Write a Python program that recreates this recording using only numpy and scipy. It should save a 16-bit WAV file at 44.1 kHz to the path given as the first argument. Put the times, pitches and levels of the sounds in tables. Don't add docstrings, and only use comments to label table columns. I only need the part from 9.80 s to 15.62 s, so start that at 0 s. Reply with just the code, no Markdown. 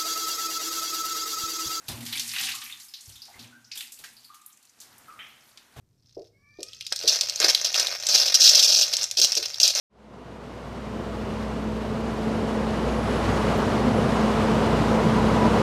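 import sys
import numpy as np
from scipy import signal
from scipy.fft import rfft, irfft
from scipy.io import wavfile

SR = 44100
rng = np.random.default_rng(int(sys.argv[2]) if len(sys.argv) > 2 else 0)


def to_wav(s):
    ch = np.atleast_2d(s).T
    pcm = np.round(np.clip(ch, -1, 1) * 32767)
    wavfile.write(sys.argv[1], SR, pcm.astype(np.int16))


N = 256662
TIME = np.arange(N) / SR
FROM_MIDDLE_S = TIME - TIME.mean()
FREQ = np.maximum(np.arange(N // 2 + 1) * SR / N, 1)
EDDY_HZ = 28

# time in seconds, load in dB about its mean.
ENGINE_LOAD = [(0.2, 1.5), (1.1, 0.45), (1.55, 0.74), (1.9, -0.9), (2.25, -0.75), (2.65, -0.16),
               (3.2, -0.3), (3.45, 1.2), (3.8, 0.7), (4.17, -0.34), (4.38, 0.5), (4.6, 0.04), (5.45, -0.74),
               (5.65, -0.5), (5.8, -0.3)]


def tractor():
    # time in seconds, firing rate in Hz, drone level in dB.
    engine_run = [(0.25, 106.3, -25.5), (0.7, 107, -41), (1.05, 106.4, -29.5), (1.16, 107, -24.5),
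                  (1.23, 107.1, -29), (1.45, 107.2, -23.5), (1.9, 108.4, -23.5), (2.1, 109.4, -22.5),
                  (2.3, 109.9, -23.5), (2.5, 110.2, -22), (2.85, 109.1, -24), (3.05, 109.5, -26.5),
                  (3.25, 109.6, -27.5), (3.75, 107.5, -28.5), (4.1, 108.1, -23.5), (4.6, 108.9, -25),
                  (5.2, 109.5, -23.5), (5.47, 109, -23), (5.8, 109.1, -23.5)]
    # multiple of the firing rate, relative level in dB,
    # waver in dB, drift in dB per second, phase blur in radians.
    partials = [(2, 0, 0.9, -0.14, .02), (4, -9.7, 1.2, -0.8, .3), (5, -22, 1, -1.5, .5),
                (6, -18.5, 1, -3, .6)]
    firing_hz, drone_db = curves(engine_run)
    phase = turn(firing_hz * (1 + 0.00146 * walk(7.67)))
    throb_db = throb()
    drone = 0
    for order, db, waver_db, drift, blur in partials:
        level_db = drone_db + db + throb_db + waver_db * walk(9.6) + drift * FROM_MIDDLE_S
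        drone += np.sin(order * phase + blur * walk(EDDY_HZ)) * undb(level_db)
    return np.sqrt(2) * drone + roar(phase, throb_db) + fan_whine(phase)


def throb(rate_hz=25, wander_hz=2.5):
    # time in seconds, depth of the throb in dB.
    depths = [(3.3, .6), (3.9, 2), (5.8, 1.7)]
    depth_db, = curves(depths)
    return depth_db * np.sin(turn(rate_hz + wander_hz * walk(4)))


def roar(phase, throb_db):
    # upper edge in Hz, level in dB, dB per dB of load,
    # drift in dB per second, share of firing knock, flicker in dB, share of the throb.
    bands = [(221, -28, 0.1, 0.14, 0.2, 0.2, .7), (760, -26.5, 1.6, 0.05, 0.053, 0.76, 0.35),
             (1285, -32, 2, 0.64, 0.059, 1, 0.075), (15500, -33.5, 2, 0.14, 0.018, .5, .1)]
    load_db, = curves(ENGINE_LOAD)
    knock = firing_knock(phase)
    gas = rng.standard_normal(N)
    out, rest = 0, 1
    for edge_hz, db, per_load, drift, knock_share, flicker_db, throb_share in bands:
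        level_db = db + per_load * load_db + drift * FROM_MIDDLE_S + flicker_db * walk(23.6)
        band = radiate(gas + knock_share * knock, rest * below(edge_hz))
        out += band * undb(level_db + throb_share * throb_db)
        rest *= 1 - below(edge_hz)
    return out


def firing_knock(phase, cylinders=6, spread_db=1):
    firings = np.flatnonzero(np.diff(phase // (2 * np.pi)))
    cylinder_db = -spread_db * rng.standard_normal(cylinders)
    strength = undb(np.resize(cylinder_db, len(firings)))
    pulses = np.zeros(N)
    pulses[firings] = strength - strength.mean()
    return unit(pulses)


def radiate(excitation, power_share):
    # frequency in Hz, relative level in dB.
    body_colour = [(20, -26), (50, -8), (78, -1.5), (100, 6.5), (190, 3.5), (320, 0), (480, 0.5), (740, -7),
                   (1100, -10), (1700, -18), (3100, -22.5), (4500, -26), (8500, -36), (12000, -43.5),
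                   (15500, -56)]
    # centre in Hz, width in Hz, lift in dB.
    panels = [(245, 10, 2.5), (430, 30, 2), (490, 30, 2), (675, 60, 2), (984, 30, 1), (2918, 140, 3)]
    hz, db = np.transpose(body_colour)
    colour_db = np.interp(np.log(FREQ), np.log(hz), db)
    colour_db += sum(lift / (1 + (2 * (FREQ - centre) / width) ** 2) for centre, width, lift in panels)
    return unit(irfft(rfft(excitation) * undb(colour_db) * np.sqrt(power_share), N))


def fan_whine(phase, base_db=-44.5, per_load=2.1, rise_db_per_s=1):
    # multiple of the firing rate, relative level in dB, phase blur in radians.
    partials = [(9, -1.5, 0.9), (18, -6, 1.3), (27, -15, 1.1)]
    load_db, = curves(ENGINE_LOAD)
    level_db = base_db + per_load * load_db + rise_db_per_s * FROM_MIDDLE_S
    out = 0
    for order, db, blur in partials:
        out += undb(db + 2 * walk(15)) * np.sin(order * phase + blur * walk(EDDY_HZ))
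    return np.sqrt(2) * out * undb(level_db)


def turbo():
    # time in seconds, blade pitch in Hz, level in dB.
    whistle = [(0.2, 12320, -69), (0.7, 12180, -64), (1.03, 12360, -66), (1.17, 12090, -63),
               (1.45, 12020, -63), (1.6, 11800, -69), (1.85, 11650, -67), (2.15, 11800, -64),
               (2.4, 11570, -70), (2.85, 10330, -72), (3.07, 10140, -61), (3.29, 10010, -56),
               (3.48, 10300, -60), (3.63, 10330, -60), (3.75, 10340, -66), (4.08, 10310, -68),
               (4.17, 10230, -58), (4.32, 10090, -63), (4.39, 9990, -76), (5.8, 9610, -72)]
    hz, db = curves(whistle)
    flutter_hz, flutter_db = 34 * walk(63), 2.8 * walk(40)
    return np.sqrt(2) * np.sin(turn(hz + flutter_hz)) * undb(db + flutter_db)


def idling_diesel(firing_hz=61.25, cylinders=6):
    # time in seconds, level of the idle in dB.
    idle_levels = [(0.2, -28.5), (1.9, -27.5), (2.25, -30.5), (2.65, -33), (3.05, -28), (3.6, -26.5),
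                   (3.9, -32), (5.8, -34)]
    # multiple of the four-stroke cycle of six firings, relative level in dB.
    partials = [(4, -29), (6, 0.5), (10, -7.5), (12, -25)]
    # time in seconds, level in dB.
    hum_levels = [(0.2, -32), (1.15, -33), (1.7, -40), (2.1, -30), (2.8, -47), (3.04, -27), (3.3, -34),
                  (3.6, -37), (4.1, -31), (4.45, -37), (5.3, -35), (5.8, -36)]
    level_db, = curves(idle_levels)
    hum_db, = curves(hum_levels)
    cycle = turn(firing_hz / cylinders * (1 + .002 * walk(4)))
    tones = 0
    for order, db in partials:
        waver = undb(1.1 * walk(5.5))
        tones += undb(db) * waver * np.sin(order * cycle + rng.uniform(0, 2 * np.pi))
    hum = np.sin(4 * cylinders * cycle + .3 * walk(8)) * undb(hum_db)
    return np.sqrt(2) * (tones * undb(level_db) + hum)


def dull_knocks(decay_s=.007, noise_share=.12):
    # start in seconds, peak level in dB, upper edge in Hz.
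    peaks = [(0.719, -11.5, 3000), (4.166, -14, 700), (4.186, -13, 600), (5.444, -9.5, 1600),
             (5.517, -12.5, 700), (5.621, -15, 3500)]
    out = 0
    for start, db, edge_hz in peaks:
        pulse = signal.unit_impulse(N, int(start * SR))
        tail = (TIME >= start) * np.exp(-np.abs(TIME - start) / decay_s) * rng.standard_normal(N)
        burst = radiate(pulse + noise_share * tail, below(edge_hz))
        out += undb(db) * burst / np.abs(burst).max()
    return out


def trailer(thud_rise_s=.021, thud_edge_ratio=1.6):
    # start in seconds, level in dB, decay in seconds.
    ticks = [(2.3375, -44, .0006), (2.381, -49, .0006), (2.4135, -43, .0006), (2.419, -51, .025)]
    # middle in seconds, pitch in Hz, peak level in dB, half length in seconds, scatter in Hz.
    squeaks = [(1.5, 2918, -42, .11, 60), (3.11, 6620, -49, .03, 35), (3.54, 6660, -47.5, .025, 35),
               (3.782, 12945, -50, .009, 55), (3.779, 13290, -55, .009, 55), (3.79, 6600, -50, .015, 35),
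               (3.86, 6670, -50, .02, 35), (4.38, 6620, -51, .035, 80), (4.644, 8270, -51, .014, 55)]
    # start in seconds, level at the crest in dB, band centre in Hz.
    thuds = [(1.14, -21.5, 280), (1.47, -24, 250), (1.745, -23.5, 250), (2.98, -27, 170), (3.47, -23, 150),
             (3.745, -23.5, 150), (4.03, -25, 230), (4.1, -26, 125), (4.165, -27, 270), (4.22, -27, 125),
             (5.235, -22.5, 200)]
    out = np.zeros(N)
    tick_band = (1 - below(6900)) * below(12050)
    bright = unit(irfft(rfft(rng.standard_normal(N)) * tick_band, N))
    for start, db, decay_s in ticks:
        age = np.maximum(TIME - start, 0)
        out += (TIME >= start) * np.exp(-age / decay_s) * undb(db) * bright
    for middle, hz, db, half_s, scatter_hz in squeaks:
        swell = np.exp(-.5 * ((TIME - middle) / half_s) ** 2)
        out += undb(db) * swell * np.sin(turn(hz + scatter_hz * walk(117.4)))
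    for start, db, hz in thuds:
        thud_band = (1 - below(hz / thud_edge_ratio)) * below(hz * thud_edge_ratio)
        dull = radiate(rng.standard_normal(N), thud_band)
        rise = np.maximum(TIME - start, 0) / thud_rise_s
        out += undb(db) * rise * np.exp(1 - rise) * dull
    return out


def bearing():
    # time in seconds, pitch in Hz, level in dB.
    note = [(4.7, 980, -70), (5.0, 983, -38), (5.2, 985, -36.5), (5.33, 985, -42), (5.54, 985, -41),
            (5.6, 983, -30), (5.662, 984, -26), (5.695, 984, -45), (5.8, 984, -42)]
    hz, db = curves(note)
    return np.sqrt(2) * np.sin(turn(hz) + .5 * walk(45)) * undb(db + 1.5 * walk(50))


def microphone_bump(at_s=5.425, width_s=.0049, gain_db=-27):
    offset = (TIME - at_s) / width_s
    return undb(gain_db) * offset * np.exp(-.5 * offset ** 2)


def undb(db):
    return 10 ** (np.asarray(db) / 20)


def unit(x):
    return x / np.sqrt(np.mean(x ** 2))


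def curves(table):
    times, *columns = np.transpose(table)
    return [np.interp(TIME, times, column) for column in columns]


def walk(rate):
    return unit(irfft(rfft(rng.standard_normal(N)) * np.exp(-(FREQ / rate) ** 2), N))


def turn(hz):
    return 2 * np.pi * np.cumsum(hz) / SR


def below(hz):
    return 1 / (1 + (FREQ / hz) ** 6)


def scene():
    machines = tractor() + idling_diesel() + turbo() + trailer() + bearing()
    return (machines + dull_knocks() + microphone_bump())[None]


def record(dry):
    fade_start_s, stop_s, top_hz = .097, .002, 15500
    fade = np.clip((TIME - fade_start_s) / (TIME[-1] - fade_start_s), 0, 1)
    stop = np.minimum((TIME[-1] - TIME) / stop_s, 1)
    lowpass = signal.ellip(8, .2, 70, top_hz, fs=SR, output="sos")
    return signal.sosfilt(lowpass, dry * fade * stop)


dry = scene()
out = record(dry)
to_wav(out)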